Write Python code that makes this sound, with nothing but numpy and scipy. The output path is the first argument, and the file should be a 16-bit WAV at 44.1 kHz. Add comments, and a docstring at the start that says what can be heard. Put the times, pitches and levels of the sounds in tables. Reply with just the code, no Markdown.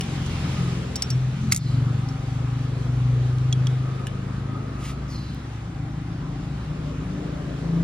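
"""Roadside workshop

An open workshop beside a road, heard by a phone with two microphone ports. Far off, traffic noise drones,
roars and hisses; nearer, one small engine gains speed, a second one slows and later speeds up, built as tones
at multiples of the firing rate. Close by, steel tools click and one drops, as noise cracks over ringing modes,
and an air line puffs noise and a sinking whistle. The phone turns its gain down after the loudest blow."""
import sys
import numpy as np
from scipy import signal
from scipy.fft import rfft, irfft, next_fast_len
from scipy.io import wavfile
from scipy.ndimage import uniform_filter1d, minimum_filter1d, map_coordinates

SR = 44100
rng = np.random.default_rng(int(sys.argv[2]) if len(sys.argv) > 2 else 0)


def file_out(sig):
    """Save sig as 16-bit WAV at sys.argv[1]."""
    # one column per channel
    cols = np.atleast_2d(sig).T
    # limit, then scale
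    lim = np.clip(cols, -1, 1)
    pcm = np.round(lim * 32767).astype(np.int16)
    wavfile.write(sys.argv[1], SR, pcm)


N = 345680
TIME = np.arange(N) / SR

# Distant traffic: (time [s], motors' drone level [dB], tyres' hiss level [dB])
TRAFFIC = [(0.0, -44.5, -44), (0.52, -43, -41), (0.9, -43, -46), (1.3, -47, -49), (1.65, -47, -47),
           (1.95, -46, -49.5), (2.9, -45, -50), (3.84, -43, -50.5), (4.72, -43.5, -54), (5.31, -49.5, -53),
           (6.0, -50, -54), (6.7, -47, -52), (7.25, -40.5, -51.5), (7.84, -41, -50)]
# Two bands of motor noise, the second lower and narrower: (time [s], level [dB])
WHIRR_LEVEL = [(0, -72), (.5, -50.5), (1.1, -60), (1.7, -55.5), (2.3, -53), (3.0, -58), (3.84, -49.5),
               (4.5, -49.5), (5.05, -50.5), (5.3, -57.5), (6.6, -67.5), (7.2, -57), (7.84, -62)]
WHINE_LEVEL = [(0, -52.5), (1.6, -61.5), (2.1, -50.5), (2.8, -57), (4.0, -60), (5.2, -65.5), (5.8, -54),
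               (6.5, -60), (7.0, -66), (7.84, -69)]
# Traffic noise colours, common to both ports or opposed between them (SIDE): (frequency [Hz], density [dB per Hz])
RUMBLE = [(15, -55), (32, -30), (50, -13), (75, -9), (100, -5), (150, -3.5), (180, -2), (215, -11.5),
          (260, -8.5), (330, -14), (450, -37), (700, -98.5)]
DRONE = [(150, -24), (250, -0.5), (275, -8), (372, -3), (477, -7), (700, -16), (910, -45.5), (1540, -120)]
DRONE_SIDE = [(35, -43), (60, -28.5), (91, -12.5), (135, -4), (204, -9.5), (258, -6), (386, -6),
              (469, -5.5), (700, -10), (910, -37), (1540, -120)]
WHIRR = [(900, -58), (1120, -2.5), (1260, 7), (1380, -6), (1700, -75)]
WHINE = [(650, -63), (750, -2), (790, 2), (830, -4.5), (950, -68)]
ROAR = [(350, -12.5), (600, -8.5), (794, -5.5), (933, -8.5), (997, -6), (1430, -7.5), (2310, -18),
        (2500, -19), (3250, -41), (5500, -120)]
ROAR_SIDE = [(350, -33.5), (600, -9), (933, -7.5), (1030, -5.5), (1410, -8.5), (2020, -18.5), (2500, -16),
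             (3250, -48), (5500, -120)]
HISS = [(1180, -2.5), (2000, 1.5), (2310, 0.5), (3610, 0), (8080, -13.5), (8510, -34), (9030, -71),
        (10500, -53.5), (10900, -46.5), (11900, -26.5), (15500, -43)]
HISS_SIDE = [(1180, -18), (2000, 0), (2920, 4), (4140, -2.5), (6990, -4.5), (7610, -4), (8220, -2.5),
             (12100, -11.5), (15500, -50.5)]
# Place of wide noise: (frequency [Hz], share towards left [0-1], share by left lead [0-1]); minus is right
NOISE_LEAN = [(101.6, .7, -.3), (300, 0.6, -.3), (600, 0.58, -.3), (1100, 0.1, -.5), (2200, 0.02, 0),
              (5000, -0.1, 0.29)]
# Tilt of low sounds between the ports: (frequency [Hz], gain on left and loss on right [dB])
BASS_LEAN = [(30, 2), (70, -0.5), (150, 0.94), (300, 1.3)]
RUMBLE_DB, RUMBLE_FOLLOWS = -38, .4  # level; share of the tyres' swing
ROAR_DB, ROAR_TYRES, ROAR_MOTORS = -47, 0.17, 0.17  # mean level; shares of both swings

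# Low hum: (time [s], level [dB])
HUM_LEVEL = [(0, -49), (.5, -42.5), (.85, -38), (1.2, -43.5), (1.5, -49), (2.3, -41), (3.201, -32.5),
             (3.7, -46.5), (4.3, -41.5), (4.8, -35), (5.5, -37.5), (6.3, -43.5), (7.3, -39.5),
             (7.84, -41.5)]
# Pair of low tones that sinks once: (time [s], upper tone [Hz], its level [dB])
GLIDE = [(0, 161.3, -39), (.25, 156.7, -36), (.4, 151.6, -33.5), (.55, 139.8, -33), (.7, 128.6, -38),
         (.85, 121, -57), (.95, 118, -91.5)]
HUM_HZ, DEEP_HZ, DEEP_DB = 64.5, 36.2, -52.5  # mean pitches; the deeper hum is fainter
GLIDE_LOWER, GLIDE_LOWER_DB = .785, -2  # lower tone against the upper: pitch ratio, level

# Engine loudness: (time [s], level [dB])
NEAR = [(1.1, -46), (1.499, -40), (1.75, -32), (2.2, -35.5), (2.7, -34.5), (3.4, -33.5), (3.9, -35.5),
        (4.5, -36), (5.0, -39.5), (5.5, -39), (6.1, -38), (6.5, -42), (6.9, -44.5), (7.5, -44.5)]
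SLOWING = [(0.0, -38), (0.2, -33.5), (0.45, -34), (0.7, -33.5), (1.0, -40.5), (1.15, -35.5), (1.3, -41),
           (1.4, -42.5), (1.449, -30.5), (1.5, -31.5)]
RISING = [(5.6, -55), (6.2, -41), (6.6, -42.5), (7.1, -41), (7.45, -41), (7.65, -35), (7.84, -32)]
# Engine speeds: (time [s], firing rate [Hz])
NEAR_HZ = [(1.1, 24.06), (2.01, 24.11), (2.47, 24.38), (2.93, 24.7), (3.84, 25.76), (4.3, 26.44),
           (5.21, 27.66), (5.67, 28.07), (7.5, 29.72)]
SLOWING_HZ = [(0.0, 22.95), (0.5, 21.6), (1.0, 20.85), (1.5, 21.75)]
RISING_HZ = [(5.6, 22.77), (6.16, 23.62), (6.72, 25.17), (7.28, 26.75), (7.84, 28.05)]
# Exhaust orders: (multiple of the firing rate, relative level [dB])
NEAR_ORDERS = [(2, -11), (3, -12), (4, -2), (5, 3), (6, 1), (7, -2), (8, -12), (9, -15), (10, -13),
               (11, -13), (12, -19), (13, -22)]
SLOWING_ORDERS = [(2, -12.5), (3, -17.5), (4, -2), (5, -19.5), (6, 1), (7, -9), (8, 1), (9, -20), (10, -6),
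                  (11, -31.5), (12, -12.5), (14, -20), (16, -19.5), (18, -20.5)]
RISING_ORDERS = [(2, -2.5), (3, -6), (4, -3.5), (5, -2), (6, -0.5), (7, 0.5), (8, -3), (9, -3.5),
                 (10, -2.5), (11, 1), (12, 0), (13, -5.5), (14, -8.5), (15, 2), (16, -9)]
# Standing waves of the shop, and the exhaust colour of the rising engine: (frequency [Hz], gain [dB])
BOOM = [(98, 0), (113, 5), (122, 4), (126.5, 11), (130, 4), (134, 3), (139, -1), (146, 4), (150, -1),
        (155, -5), (163, -11), (170, -5), (176, -13), (185, -3), (195, -13), (203, -8), (212, 6), (238, -8),
        (248, 5), (260, -6), (269, 6), (277, -6), (300, 0)]
RISING_TONE = [(45, -1.5), (53, 1), (57, -4), (100, -0.5), (140, 4), (165, 3), (210, -13.5), (275, -4),
               (310, -10.5), (335, -17), (450, -23)]
# Rough noise let out at each firing: (time [s], level [dB])
SLOWING_GROWL = [(0, -56), (.3, -49), (.45, -45.5), (.6, -48.5), (.8, -64), (1.2, -63)]
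RISING_GROWL = [(6.2, -58), (6.8, -53.5), (7.1, -52), (7.45, -49), (7.84, -55.5)]
# Pipe colours of that noise: (frequency [Hz], density [dB per Hz])
SLOWING_PIPE = [(250, -46), (350, -5), (450, -6), (800, 2), (1000, 6), (1250, -3.5), (1800, -6.5),
                (2500, -7), (4000, -62.5)]
RISING_PIPE = [(330, -31), (400, -7), (435, -15.5), (478, 7), (530, 0), (600, 11.5), (660, -11),
               (760, -6.5), (1000, -19.5), (1400, -7.5), (2200, -50.5)]

# Air puffs: (start [s], length [s], hiss level [dB], whistle level [dB], whistle from [Hz], to [Hz])
PUFFS = [(1.39, .06, -74, -55, 6130, 5970), (1.578, 0.17, -55, -46, 4580, 3990),
         (5.074, 0.28, -43.5, -44, 5570, 3990)]
# Air noise of the puffs and of the rougher burst: (frequency [Hz], density [dB per Hz])
JET = [(1000, -43), (2000, 5.5), (4000, -3), (6000, 3.5), (8500, -0.5), (12000, -1), (15500, -4),
       (17000, -38)]
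BURST_JET = [(700, -54), (1500, -3), (2300, 4), (4000, -1.5), (6000, -3.5), (8500, 0), (12000, -7.5),
             (15500, -9), (17000, -28.5)]
PUFF_RISE_S, SINK_S = 0.053, 0.034
HISS_FADE_DB_S, WHISTLE_FADE_DB_S, RELEASE_DB_S = 84, 40, 117
BURST_FULL_S, BURST_DB, BURST_HOLD_S = 4.855, -41, 0.056  # a rougher puff without whistle
BURST_RISE_DB_S, BURST_FALL_DB_S = 169, 446

# Blows: (time [s], crack level [dB], ring over the crack [dB], share of the free ring time left by the grip)
RATCHET = [(0.009, -26, 1, 0.91), (0.2621, -30, -22, 1), (0.9568, -19.5, 6, 0.52), (0.9608, -21.5, -3, 1.4),
           (1.0218, -13.5, -2, 1.2), (1.1026, -21.5, -3, 1.4), (1.1062, -30.5, 2, 1.4),
           (2.0867, -36.5, 2, 1.1)]
DROPPED = [(1.5143, -32, -3.5, .9), (1.5178, -24.5, -9, .9), (1.5214, -5.5, -14.5, 1.1),
           (1.546, -19, -16, .8), (1.5615, -14, -23, .9), (1.573, -20, -27, .9)]
KNOCKS = [(.009, -20.5, -3, 1), (.036, -34.5, -14.5, .9), (4.069, -23, -1.5, .95), (4.0784, -41, -1, .95)]
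PLIERS = [(3.3844, -35, -21, 0.63), (3.5264, -20.5, 4, 1.25), (3.6696, -23.5, 3, 0.72)]
# Ringing modes: (frequency [Hz], level [dB], t60 [s])
RATCHET_MODES = [(4800, 2, .012), (5150, 3, .012), (5570, -7, .075), (6490, -2, .014), (7710, -2, .014)]
DROPPED_MODES = [(1197, -16, 0.09), (1296, -10.5, 0.059), (2130, 6.5, 0.015), (3360, -8.5, 0.023),
                 (4606, 5, 0.027), (5020, -6, 0.018), (6020, -2, 0.025), (7550, -2.5, 0.015),
                 (8360, 1.5, 0.055), (10260, -10.5, .03)]
KNOCK_MODES = [(1720, -7, 0.025), (2930, 1, 0.014)]
PLIERS_MODES = [(3343, 0, .03), (4300, -13, .012), (5841, -8, .02), (6600, -6, .013), (8366, -14, .024)]
# Crack colours: (frequency [Hz], density [dB per Hz])
RATCHET_CRACK = [(1200, -24), (2000, -7), (2800, -6.5), (4500, 0.5), (6500, 2), (9000, 2), (12000, -6.5),
                 (16000, -7.5)]
DROPPED_CRACK = [(700, -43.5), (1300, -20.5), (2100, -14.5), (3000, -11), (4500, -7), (7000, 2.5),
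                 (10000, 2.5), (13000, -2.5), (16000, -16.5)]
KNOCK_CRACK = [(900, -51), (2000, -5.5), (3200, 1.5), (5000, -10.5), (9000, -0.5), (12000, -7.5),
               (16000, -11.5)]
PLIERS_CRACK = [(1000, -40.5), (2800, 0), (4500, -5), (7000, -3.5), (10000, -12.5), (13000, -13),
                (16000, -12.5)]
TICK_S, TICK_DB = 5.3475, -30

# The walls' answer: (frequency [Hz], t60 [s])
SHOP = [(500, 0.75), (4000, 0.057), (12000, 0.0027)]
# Near sounds at the microphone ports: (frequency [Hz], left lead [rad], gain [dB])
PORTS = [(100, 0, 0), (2500, .6, 0), (4500, 1.1, 0), (6300, 1.7, 0), (8300, 3, 0), (11000, 3.4, -2),
         (13500, 4.4, -12), (16000, 5.5, -12)]
TOP_HZ = 16600  # nothing is kept above this


def amp(db):
    """Level in dB to amplitude."""
    return 10 ** (np.asarray(db) / 20)


def unit(x):
    """x scaled to an RMS of one."""
    return x / np.sqrt(np.mean(x ** 2) + 1e-20)


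def along(points, hz):
    """Columns of (frequency [Hz], value, ..) points, read on a log axis."""
    f, *cols = np.transpose(points)
    return np.squeeze([np.interp(np.log(hz + 1), np.log(f + 1), c) for c in cols])


def curves(rows):
    """One value per sample for each column after the time."""
    s, *cols = np.transpose(rows)
    return [np.interp(TIME, s, c) for c in cols]


def wobble(rate):
    """A smooth random curve, rate knots a second."""
    coarse = TIME[::32]
    knots = rng.standard_normal(int(N * rate / SR) + 4)
    return np.interp(TIME, coarse, map_coordinates(knots, [coarse * rate]))


def filtered(x, response):
    """x times a (complex) response of frequency."""
    m = next_fast_len(N + SR // 2)
    return irfft(rfft(x, m) * response(np.fft.rfftfreq(m, 1 / SR)), m)[..., :N]


def coloured(colour):
    """White noise shaped to a colour, at unit RMS."""
    return unit(filtered(rng.standard_normal(N), lambda hz: amp(along(colour, hz))))


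def leaning(pair):
    """Low sounds are tilted between left and right, by an amount that depends on frequency."""
    return filtered(pair, lambda hz: amp(np.outer([1, -1], along(BASS_LEAN, hz))))


def patchy(depth_db):
    """Two white noises sharing patches of random gain, some 300 Hz by 80 ms."""
    z = signal.stft(rng.standard_normal((2, N)), nperseg=512)[2]
    field = uniform_filter1d(rng.standard_normal(z.shape[1:]), size=4, axis=0)
    field = uniform_filter1d(field, size=14, axis=1)
    return signal.istft(z * amp(depth_db * unit(field)), nperseg=512)[1][:, :N]


def rush(common, opposed, opposed_db, patchy_db):
    """Stereo noise; part of the opposed signal is tied to the common one, which places the source."""
    a, b = patchy(patchy_db)
    tied = lambda hz: np.dot([1, 1j], along(NOISE_LEAN, hz))
    free = lambda hz: np.sqrt(np.clip(1 - abs(tied(hz)) ** 2, 0, 1))
    mid = unit(filtered(a, lambda hz: amp(along(common, hz))))
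    side = filtered(a, lambda hz: amp(along(opposed, hz)) * tied(hz))
    side += filtered(b, lambda hz: amp(along(opposed, hz)) * free(hz))
    side = amp(opposed_db) * unit(side)
    return np.array([mid + side, mid - side])


def traffic():
    """Distant motors rumble, drone and whirr as banded noise; tyres roar and hiss in wider bands."""
    (drone_db, hiss_db), (whirr_db,), (whine_db,) = curves(TRAFFIC), curves(WHIRR_LEVEL), curves(WHINE_LEVEL)
    tyres_db = hiss_db - hiss_db.mean()
    motors_db = drone_db - drone_db.mean()

    rumble_db = RUMBLE_DB + RUMBLE_FOLLOWS * tyres_db
    motors = amp(rumble_db + 3.2 * wobble(3.6)) * leaning(coloured(RUMBLE))
    motors += amp(drone_db + 1.3 * wobble(5)) * rush(DRONE, DRONE_SIDE, opposed_db=-5.5, patchy_db=1.37)
    motors += amp(whirr_db + 1.5 * wobble(24)) * rush(WHIRR, WHIRR, opposed_db=-4.0, patchy_db=2.5)
    motors += amp(whine_db + 1.3 * wobble(9.7)) * rush(WHINE, WHINE, opposed_db=-3.5, patchy_db=1.5)

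    roar_db = ROAR_DB + ROAR_TYRES * tyres_db + ROAR_MOTORS * motors_db
    tyres = amp(roar_db + 0.43 * wobble(12)) * rush(ROAR, ROAR_SIDE, opposed_db=-3.5, patchy_db=1.5)
    tyres += amp(hiss_db + 0.46 * wobble(11)) * rush(HISS, HISS_SIDE, opposed_db=-1.0, patchy_db=1.27)
    return motors + tyres


def hums():
    """Low tones: two hums of unsteady pitch and level, and a pair that swells and fades while it sinks."""
    (hum_db,), (glide_hz, glide_db) = curves(HUM_LEVEL), curves(GLIDE)
    tones = [(HUM_HZ + 1.53 * wobble(3), amp(hum_db + 2.5 * wobble(6.6))),
             (DEEP_HZ + 1.3 * wobble(1.6), amp(DEEP_DB + 3 * wobble(3.1))),
             (glide_hz, amp(glide_db)),
             (GLIDE_LOWER * glide_hz, amp(glide_db + GLIDE_LOWER_DB))]
    return sum(np.sqrt(2) * gain * np.cos(2 * np.pi * np.cumsum(hz) / SR + 0.5 * wobble(6.1))
               for hz, gain in tones)


def growl(speed, rows, pipe, beat_db, flutter_db):
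    """Noise in the pipe's resonances, puffed once a firing and fluttering; silent outside its rows."""
    (level_db,), (hz,) = curves(rows), curves(speed)
    firing = np.cos(2 * np.pi * np.cumsum(hz) / SR)
    beat = unit(amp(beat_db * firing + flutter_db * wobble(15)))
    heard = (TIME >= rows[0][0]) & (TIME <= rows[-1][0])
    return heard * amp(level_db) * beat * rush(pipe, pipe, opposed_db=-3.5, patchy_db=3.5)


def engine(speed, rows, orders, shake_db, colour, boom, spread):
    """Steady firings: one unsteady tone per order, lifted or sunk by a share (boom) of a colour.
    The spread (rad) smears each pulse: orders far from the fourth come out of step."""
    (level_db,), (hz,) = curves(rows), curves(speed)
    turn = 2 * np.pi * np.cumsum(hz) / SR
    fade_in = np.clip((TIME - rows[0][0] + .1) * 10, 0, 1)
    fade_out = np.clip((rows[-1][0] + .1 - TIME) * 10, 0, 1)
    tones = 0
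    for k, db in orders:
        order_db = level_db + db + boom * along(colour, k * hz) + shake_db * wobble(5)
        step = spread * (k - 4) ** 2
        tones = tones + np.sqrt(2) * amp(order_db) * np.cos(k * turn - step + .3 * wobble(5))
    return fade_in * fade_out * tones


def engines():
    """Tonal bass of engines and hums, one sample later on the left, with the rough exhaust noise over it."""
    bass = hums()
    bass += engine(NEAR_HZ, NEAR, NEAR_ORDERS, shake_db=1.77, colour=BOOM, boom=0.97, spread=0)
    bass += engine(SLOWING_HZ, SLOWING, SLOWING_ORDERS, shake_db=4.0, colour=BOOM, boom=0.37, spread=.06)
    bass += engine(RISING_HZ, RISING, RISING_ORDERS, shake_db=4.0, colour=RISING_TONE, boom=1, spread=0.124)
    left = np.pad(bass, (1, 0))[:N]
    rough = growl(SLOWING_HZ, SLOWING_GROWL, SLOWING_PIPE, beat_db=3, flutter_db=2.5)
    rough += growl(RISING_HZ, RISING_GROWL, RISING_PIPE, beat_db=6, flutter_db=2.2)
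    return leaning(np.array([left, bass])) + rough


def air_line():
    """A jet of air hisses; a fuzzy whistle with a noisy upper skirt sinks as the pressure falls."""
    jet, burst = coloured(JET), coloured(BURST_JET)
    t = TIME - BURST_FULL_S
    burst_db = BURST_DB + BURST_RISE_DB_S * np.minimum(t, 0)
    burst_db -= BURST_FALL_DB_S * np.maximum(t - BURST_HOLD_S, 0)
    out = amp(burst_db + 0.89 * wobble(60)) * burst
    for s, length, hiss_db, whistle_db, from_hz, to_hz in PUFFS:
        t = np.maximum(TIME - s, 0)
        valve = np.minimum(t / PUFF_RISE_S, 1) * amp(-RELEASE_DB_S * np.maximum(t - length, 0))
        hiss = amp(hiss_db - HISS_FADE_DB_S * t) * jet

        hz = to_hz + (from_hz - to_hz) * np.exp(-t / SINK_S)
        fuzz = filtered(rng.standard_normal(N), lambda f: (f < 1300) / (1 + f / 80) ** 0.51)
        skirt = signal.hilbert(unit(fuzz))  # one-sided, so it lies above the whistle only
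        whistle = np.real((skirt + 0.68) * np.exp(2j * np.pi * np.cumsum(hz) / SR))
        whistle_gain = amp(whistle_db - WHISTLE_FADE_DB_S * t + 1.2 * wobble(40))
        out += valve * (hiss + whistle_gain * whistle)
    return out


def tool(blows, modes, colour, crack_t60, rise):
    """Each blow is a short crack of noise over the steel's ring, its modes at new strengths every time."""
    out, t = np.zeros(N + SR), TIME[:SR // 4]
    gain = amp(along(colour, np.fft.rfftfreq(len(t), 1 / SR)))
    for s, db, ring_db, free in blows:
        ring = sum(amp(level + rng.normal(0, 1.5) - 60 * t / (free * t60)) * np.sin(2 * np.pi * f * t)
                   for f, level, t60 in modes)
        noise = unit(irfft(rfft(rng.standard_normal(len(t))) * gain, len(t)))
        crack = noise * amp(-60 * t / crack_t60)
        onset = 1 - np.exp(-t / rise)
        out[round(s * SR):][:len(t)] += amp(db) * (amp(ring_db) * ring + crack) * onset
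    return out[:N]


def tick():
    """One dry tick: a single-sample pulse."""
    return amp(TICK_DB) * (np.arange(N) == round(TICK_S * SR))


def shop(x):
    """The walls' answer starts 200 samples late; each frequency of its noise tail dies at its own speed."""
    hz, t, z = signal.stft(rng.standard_normal((2, SR // 3)), SR, nperseg=256)
    tail = signal.istft(z * amp(-60 * t / along(SHOP, hz)[:, None]), SR, nperseg=256)[1]
    late = np.pad(x, ((0, 0), (200, 0)))
    return signal.fftconvolve(late, tail / np.linalg.norm(tail[0]), axes=1)[:, :N]


def at_ports(x):
    """A near sound reaches the two ports with a phase gap that grows with frequency; the top is dulled."""
    def response(hz):
        lead, gain_db = along(PORTS, hz)
        return np.exp(np.outer([.5j, -.5j], lead)) * amp(gain_db)
    return filtered(x, response)


def near_sounds():
    """Steel tools and the air line close to the microphone; the walls answer the tools."""
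    tools = tool(RATCHET, RATCHET_MODES, RATCHET_CRACK, crack_t60=0.024, rise=0.0012)
    tools += tool(DROPPED, DROPPED_MODES, DROPPED_CRACK, crack_t60=0.032, rise=.0006)
    tools += tool(KNOCKS, KNOCK_MODES, KNOCK_CRACK, crack_t60=.015, rise=0.00025)
    pliers = tool(PLIERS, PLIERS_MODES, PLIERS_CRACK, crack_t60=.012, rise=.0005)
    pliers = pliers * amp([[-2], [2]])  # louder on the right
    # the pliers are closest: almost no answer from the walls
    answer = amp(-12) * shop(tools + amp(-10) * pliers)
    return at_ports(tools + pliers + answer + air_line())


def scene():
    """The road far off, engines nearer, tools and air line beside the microphone."""
    return traffic() + engines() + near_sounds() + tick()


def record(dry):
    """Gain control: a loud peak pulls the gain down over some 70 ms, mostly in the middle band; it recovers."""
    excess_db = np.clip(20 * np.log10(abs(dry).max(axis=0) / .5 + 1e-9), 0, 3)
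    held_db = -minimum_filter1d(-excess_db, size=441)  # peaks widened to 10 ms
    u = TIME[:SR] / 0.035
    slow = u ** 2 * np.exp(-u) / (SR / 100)
    cut_db = 3.4 * signal.fftconvolve(held_db, slow)[:N]
    middle = filtered(dry, lambda hz: 1 / (1 + (hz / 3600) ** 6) - 1 / (1 + (hz / 280) ** 6))
    wet = middle * amp(-1.3 * cut_db) + (dry - middle) * amp(-.5 * cut_db)
    # the loudest peaks saturate
    top = .85
    rounded = wet / (1 + abs(wet / top) ** 4) ** .25
    return filtered(rounded, lambda hz: hz < TOP_HZ)


dry = scene()
out = record(dry)
file_out(out)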